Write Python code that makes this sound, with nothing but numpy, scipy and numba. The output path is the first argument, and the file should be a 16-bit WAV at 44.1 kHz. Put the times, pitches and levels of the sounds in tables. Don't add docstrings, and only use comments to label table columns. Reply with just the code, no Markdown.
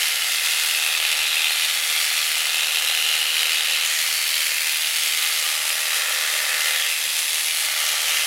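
import sys
import numpy as np
from scipy import signal
from scipy.fft import rfft, irfft
from scipy.io import wavfile
from scipy.ndimage import uniform_filter1d
from numba import njit

SR = 44100
rng = np.random.default_rng(int(sys.argv[2]) if len(sys.argv) > 2 else 0)


def store_pcm(level_fs):
    pcm = np.round(np.clip(level_fs, -1, 1) * 32767).astype(np.int16)
    wavfile.write(sys.argv[1], SR, np.atleast_2d(pcm).T)


N = 364266


def undb(db):
    return 10 ** (np.asarray(db) / 20)


def unit(x):
    return x / np.sqrt(np.mean(x ** 2))


def colour(x, points):
    hz, db = np.transpose(points)
    f = np.maximum(np.fft.rfftfreq(N, 1 / SR), 1)
    gain = undb(np.interp(np.log(f), np.log(hz), db))
    return irfft(rfft(x) * gain, N)


def below(x, hz, order=4):
    sos = signal.butter(order, min(hz, SR / 2 - 1), fs=SR, output="sos")
    return signal.sosfiltfilt(sos, x, padtype="even")


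@njit
def resonate(x, hz, width):
    y, band, low = np.empty(len(x)), 0., 0.
    for i in range(len(x)):
        g = np.tan(np.pi * hz[i] / SR)
        damping = np.pi * width / SR * (g + 1 / g)
        v = (band + g * (x[i] - low)) / (1 + g * (g + damping))
        band, low = 2 * v - band, low + 2 * g * v
        y[i] = damping * v
    return y


def fixed_resonance(x, hz, width_hz):
    return resonate(x, np.full(N, float(hz)), float(width_hz))


def walk(rate):
    k = int(SR / rate)
    steps = np.repeat(rng.standard_normal(N // k + 1), k)
    return unit(uniform_filter1d(steps, k)[:N])


def drift(sounds, rate):
    weights = np.array([walk(rate) for _ in sounds])
    return np.sum(weights * sounds, axis=0) / np.linalg.norm(weights, axis=0)


def fade(x, ms):
    return signal.lfilter([1], [1, -np.exp(-1000 / (ms * SR))], x)


def clicks(at, size):
    taps = np.floor(at)[:, None] + np.arange(-3, 5)
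    inside = (taps >= 0) & (taps < N)
    shape = size[:, None] * np.sinc(taps - at[:, None])
    return np.bincount(taps[inside].astype(int), shape[inside], N)


def ramp(start, length):
    return np.clip((np.arange(N) / SR - start) / length, 0, 1)


def passing_band(x, start, end, first_hz, last_hz, width_hz):
    part, out = slice(max(int(start * SR), 0), int(end * SR)), np.zeros(N)
    n = len(x[part])
    glide_hz = np.linspace(first_hz, last_hz, n)
    out[part] = signal.windows.tukey(n, .4) * resonate(x[part], glide_hz, float(width_hz))
    return out


# frequency_hz, relative_level_db
SHED_AIR = [(20, -1), (40, 5), (80, 3.5), (160, 5.5), (300, 9.5), (500, -49), (1500, -77)]
# centre_s, length_s (full width at 1/e), peak_rms_level_db, cutoff_hz
BUMPS = [(0.34, .11, -58, 59.6), (0.624, .1, -61, 55), (0.758, .1, -64, 60), (1.08, .14, -60, 70),
         (1.22, 0.086, -53, 85), (1.42, 0.28, -69, 60), (3.023, .014, -58, 250), (3.1, .14, -62, 55),
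         (6.2, .016, -62, 220), (7.075, .012, -52, 600)]


def floor(air_db=-68):
    t = np.arange(N) / SR
    out = undb(air_db) * unit(colour(rng.standard_normal(N), SHED_AIR))
    for centre, length, db, top_hz in BUMPS:
        envelope = np.exp(-(2 * (t - centre) / length) ** 2)
        thud = unit(below(rng.standard_normal(N), top_hz, order=2))
        out = out + undb(db) * envelope * thud
    return out


def echoes(x, t60, gap_s, rate, count=4):
    t = np.arange(SR // 3) / SR
    tails = rng.standard_normal((count, len(t))) * undb(-60 * t / t60) * (t > gap_s)
    wet = [signal.fftconvolve(x, tail / np.linalg.norm(tail))[:N] for tail in tails]
    return drift(wet, rate)


def shed(x, near_db=-15.5, far_db=-6):
    near = echoes(x, t60=0.013, gap_s=.0007, rate=4)
    far = echoes(x, t60=0.39, gap_s=.008, rate=5)
    far = colour(far, [(2000, -0.5), (4500, -4.5), (12000, -4.0)])
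    return x + undb(near_db) * near + undb(far_db) * far


# start_s, end_s, pressure (0-1), depth (0-1), first_pitch_hz, last_pitch_hz, width_hz,
# level_db (of the ring before its skirt is taken off)
CUTS = [(-0.3, 0.85, 0.27, 0, 2080, 2040, 200, -15), (0.66, 1.68, 0.4, 0.76, 2580, 2600, 280, 4.6),
        (1.5, 2.6, 0.2, 0, 2050, 2150, 277, -14), (2.278, 3.946, 0.36, 0.75, 2700, 2970, 420, 1.8),
        (5.104, 6.1, 0.2, 0, 1180, 1230, 277, -3), (5.824, 6.934, 0.96, 0, 1790, 1880, 277, 1),
        (7.582, 8.6, 0.6, 0, 6330, 6050, 800, -4)]
PRESS_S, SINK_S, LIFT_S = 0.21, 0.34, 0.17
TURN_S, TURN_LENGTH_S, UPRIGHT_SHARE = 5.18, 0.4, 0.95


def push(start, end, attack_s):
    return ramp(start, attack_s) * (1 - ramp(end - LIFT_S, LIFT_S))


def hand():
    upright = UPRIGHT_SHARE * ramp(TURN_S, TURN_LENGTH_S)
    pressure = np.max([hard * push(start, end, PRESS_S) for start, end, hard, *_ in CUTS], axis=0)
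    depth = np.max([deep * push(start, end, SINK_S) for start, end, _, deep, *_ in CUTS], axis=0)
    return upright, pressure, depth


# start_s, end_s, centre_hz, width_hz, level_db (gain at the centre)
NOTCHES = [(0.0, 1.05, 2340, 150, -5), (2.25, 3.15, 2290, 200, -5), (2.55, 3.1, 4620, 600, -4),
           (4.03, 4.268, 3500, 450, -7), (4.4, 4.718, 3500, 700, -4.5), (6.9, 7.65, 1450, 400, -2.5),
           (7.03, 7.3, 2630, 300, -1)]


def notches(x):
    for start, end, hz, width_hz, db in NOTCHES:
        x = x + (undb(db) - 1) * passing_band(x, start, end, hz, hz, width_hz)
    return x


# pitch_hz, width_hz, level_db (at full pressure)
FLANK = [(596, 93, -1.5), (810, 110, -10), (1310, 200, -2)]
# start_s, end_s, first_pitch_hz, last_pitch_hz, width_hz, level_db
PASSING_RINGS = [(1.17, 1.82, 3600, 3800, 550, -7), (3.62, 3.88, 2900, 2750, 350, -7),
                 (3.79, 4.033, 2150, 1900, 200, -1), (3.8, 4.036, 6900, 6600, 1200, -5),
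                 (4.05, 4.68, 4480, 4380, 150, -2.5), (6.42, 6.86, 1920, 1980, 250, -8),
                 (4.35, 4.744, 1850, 2400, 400, -11), (4.0, 5.5, 15100, 14800, 2200, -8),
                 (4.852, 5.122, 9400, 8000, 1500, -12), (5.585, 5.88, 9900, 10300, 700, -12),
                 (6.74, 7.02, 3700, 1950, 400, -2.5), (7.1, 7.7, 9600, 10600, 1800, -9),
                 (8.047, 8.252, 2650, 2500, 500, -5)]
SKIRT_DB, SKIRT_HZ_WIDE = -12, 1100
OVERTONE_RATIO, OVERTONE_HZ_WIDE, OVERTONE_DB = 1.374, 640, -5


def hollows(x, pressure, depth):
    flank = sum(undb(db) * fixed_resonance(x, hz, width) for hz, width, db in FLANK)
    out = x + pressure * flank
    for start, end, _, _, first_hz, last_hz, width_hz, db in CUTS:
        hz = first_hz + (last_hz - first_hz) * ramp(start, end - start)
        skirt = undb(SKIRT_DB) * resonate(x, hz, float(SKIRT_HZ_WIDE))
        ring = resonate(x, hz, float(width_hz)) - skirt
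        overtone = resonate(x, OVERTONE_RATIO * hz, float(OVERTONE_HZ_WIDE))
        ring = ring + undb(OVERTONE_DB) * depth * overtone
        out = out + undb(db) * push(start, end, SINK_S) * ring
    for start, end, first_hz, last_hz, width_hz, db in PASSING_RINGS:
        out = out + undb(db) * passing_band(x, start, end, first_hz, last_hz, width_hz)
    return out


# multiple (of the crank rate), free_level_db (running free), light_level_db (light on the
# belly), deep_level_db (deep in the belly fleece), shoulder_level_db (pressed on the shoulder)
TONES = [(4, -83, -76, -75, -81), (5, -80, -76, -75, -77), (10.5, -71, -64, -68, -70),
         (11, -67, -62, -62, -62), (13, -63, -67, -53, -56), (15, -65, -60, -60, -54),
         (16, -60, -69, -68, -52), (18, -68, -58, -66, -65), (18.5, -70, -57, -55, -60),
         (19, -65, -54.5, -52.5, -56), (20, -61, -61, -60, -54), (21, -63, -54.5, -50, -55),
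         (22, -70, -66, -58, -61), (22.5, -60, -63, -66, -56), (23, -68, -61, -57, -63),
         (28, -57, -65, -62, -55), (30, -56, -48.5, -53.5, -47.5), (30.5, -56, -58, -56, -55),
         (33, -56, -51, -53, -54), (34, -62, -56, -60, -50), (35, -58, -51, -55, -57),
         (35.5, -63, -55, -51, -60), (38, -53, -58, -55, -57), (43, -52, -49, -47, -51),
         (45.5, -56, -49, -54, -45), (48, -54, -48, -52, -45), (50.5, -49, -44, -49, -46),
         (52.5, -43.5, -36.5, -39.5, -37.5), (54.5, -48, -50, -50, -45), (60.5, -51, -50, -42, -48),
         (62.5, -49, -40.5, -37.5, -46), (64.5, -47, -51, -45, -49), (65.5, -52, -43, -44, -52),
         (66.5, -56, -50, -42.5, -52), (68, -54, -56, -42.5, -47), (78.5, -49, -58, -45, -54),
         (84, -51, -46, -47, -47), (95, -55, -52, -45, -53), (111, -47, -56, -56, -54)]
CONTACT_PRESSURE = 0.15


def whine(stroke, upright, pressure, depth, waver_db=1.5, flutter_db=1.3, twist=0.2):
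    contact = np.tanh(pressure / CONTACT_PRESSURE)
    out = 0
    for multiple, free_db, light_db, deep_db, shoulder_db in TONES:
        phase = np.pi * multiple * stroke + twist * walk(30)
        tone = np.sin(phase) * undb(waver_db * walk(3.21) + flutter_db * walk(25))
        belly_db = light_db + depth * (deep_db - light_db)
        touch_db = belly_db * (1 - upright) + shoulder_db * upright
        out = out + undb(free_db + contact * (touch_db - free_db)) * unit(tone)
    return out


def passes(stroke, places, jitter_ms):
    marks = np.add.outer(np.arange(0, stroke[-1], 4), places)
    which = np.broadcast_to(np.arange(len(places)), marks.shape).ravel()
    marks = marks.ravel()
    heard = (marks > stroke[0]) & (marks < stroke[-1])
    at = np.interp(marks[heard], stroke, np.arange(N))
    at = at + jitter_ms * SR / 1000 * rng.standard_normal(len(at))
    return at, which[heard]


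def fibres(rate=700, spread_db=2.5):
    place, chance = rng.random((int(rate * N / SR), 2)).T
    size = undb(-spread_db * np.log(np.maximum(chance, .01)))
    snaps = np.bincount((place * N).astype(int), size, N)
    return unit(fade(snaps, ms=0.28) * rng.standard_normal(N))


def gears(stroke, count=160, scatter=0.22, load_db=5):
    places = rng.uniform(0, 4, count)
    teeth = rng.uniform(-0.7, 1, count) * undb(-load_db * (places % 1))
    at, which = passes(stroke, places, jitter_ms=.035)
    size = teeth[which] * (1 + scatter * rng.standard_normal(len(at)))
    return unit(clicks(at, size))


# place_strokes, relative_level_db, ring_ms (decay constant of power's square root, before onset smoothing)
KNOCKS = [(0.0, 8.5, 1.9), (0.23, -1, 1.8), (0.46, 2, 3.9), (1.0, 6.5, 4.2), (1.45, 0, 2.2), (1.63, 1, 1.7),
          (1.85, -1, 1.9), (2.0, 8, 2.8), (2.18, 1.5, 1.1), (2.431, 4.5, 2.2), (3.0, 6.5, 4.2),
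          (3.43, 0.5, 3.0)]


def cutter(stroke, force_db, scatter_db=3.0, crack_db=1.2, crack_scatter_db=2.5, crack_ms=0.47,
           rise_ms=0.52):
    power = 0
    for place, db, ring_ms in KNOCKS:
        at, _ = passes(stroke, [place], jitter_ms=.2)
        at = np.clip(at, 0, N - 1).astype(int)
        rattle_chance, crack_chance = rng.uniform(-1, 1, (len(at), 2)).T
        rattle = undb(db + scatter_db * rattle_chance)
        crack = undb(db + crack_db + crack_scatter_db * crack_chance)
        power = power + fade(np.bincount(at, rattle, N), ring_ms) ** 2
        power = power + fade(np.bincount(at, crack, N), crack_ms) ** 2
    power = np.abs(uniform_filter1d(power, max(int(rise_ms * SR / 1000), 1)))
    return unit(np.sqrt(power) * undb(force_db) * rng.standard_normal(N))


# pitch_hz, width_hz, level_db
CASING = [(537, 230, -13), (850, 150, -16), (1340, 290, -8), (1720, 50, -4), (1845, 70, -11),
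          (10360, 1700, -12.5)]
# frequency_hz, relative_level_db
BODY = [(180, -42), (300, -22.5), (385, -27.5), (502, -20), (812, -16.5), (1040, -16.5), (1170, -14),
        (1580, -10.5), (2020, -5.5), (2270, -5), (2680, -2.5), (6240, -3), (11200, -4.5), (15000, -13),
        (15800, -15.5)]
# free_level_db, upright_change_db (per unit upright), pressure_change_db (at full pressure),
# depth_change_db (at full depth)
PARTS = [(-47.9, 1.2, 1.1, 0.5), (-41, -1, 3.4, -0.4), (-24.5, -1.5, 0.76, -1.83),
         (-26.5, 0.15, -0.06, -1.5)]
KNOCK_DEPTH_DB, KNOCK_PRESSURE_DB = 3.5, -0.5


def handpiece(stroke, upright, pressure, depth, bass_db=-9.5, upright_bass_db=-3.5, tug_db=0.48,
              count=4):
    force_db = KNOCK_DEPTH_DB * depth + KNOCK_PRESSURE_DB * pressure
    knock = cutter(stroke, force_db)
    knock = colour(knock, [(300, -7.0), (1000, -8), (2500, -2), (6000, -6.5), (14000, -6.5)])
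    teeth = drift([gears(stroke) for _ in range(count)], rate=1.986)
    chatter = colour(teeth, [(300, -10), (1000, -8.0), (2500, -6.0), (6000, -10.5), (14000, -9.0)])
    crackle = colour(fibres(), [(2000, -12.5), (8000, -11), (14000, -6)])
    fan_air = undb(-7.5) * rng.standard_normal(N)
    drive = knock + chatter + crackle + fan_air
    rung = drive + sum(undb(db) * fixed_resonance(drive, hz, width) for hz, width, db in CASING)
    sound = shed(colour(rung, BODY))
    bass_gain = undb(bass_db + upright_bass_db * upright)
    sound = sound + (bass_gain - 1) * below(sound, hz=370, order=6)
    low, neck = below(sound, hz=960, order=8), below(sound, hz=1655, order=8)
    middle = below(sound, hz=4720)
    bands = (low, neck - low, middle - neck, sound - middle)
    out = 0
    for band, (free_db, upright_db, pressure_db, depth_db) in zip(bands, PARTS):
        db = free_db + upright_db * upright + pressure_db * pressure + depth_db * depth
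        out = out + band / np.sqrt(uniform_filter1d(band ** 2, SR // 4)) * undb(db)
    return notches(hollows(out, pressure, depth)) * undb(tug_db * walk(14))


# time_s, crank_rate_hz (turns per second)
CRANK = [(0.0, 39.591), (0.61, 39.779), (1.53, 39.356), (1.84, 39.588), (2.14, 39.641), (3.06, 39.408),
         (3.67, 39.532), (3.98, 39.494), (4.89, 39.742), (5.51, 39.581), (6.73, 39.118), (7.04, 39.453),
         (8.26, 39.194)]


def crank_strokes():
    s, rate_hz = np.transpose(CRANK)
    crank_hz = np.interp(np.arange(N) / SR, s, rate_hz)
    return .56 + 2 * np.cumsum(crank_hz) / SR


def scene():
    stroke = crank_strokes()
    upright, pressure, depth = hand()
    tool = handpiece(stroke, upright, pressure, depth)
    tones = whine(stroke, upright, pressure, depth)
    return (tool + tones + floor())[None]


def record(dry):
    top_hz = 15800
    return signal.sosfilt(signal.ellip(10, .2, 80, top_hz, fs=SR, output="sos"), dry)


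dry = scene()
out = record(dry)
store_pcm(out)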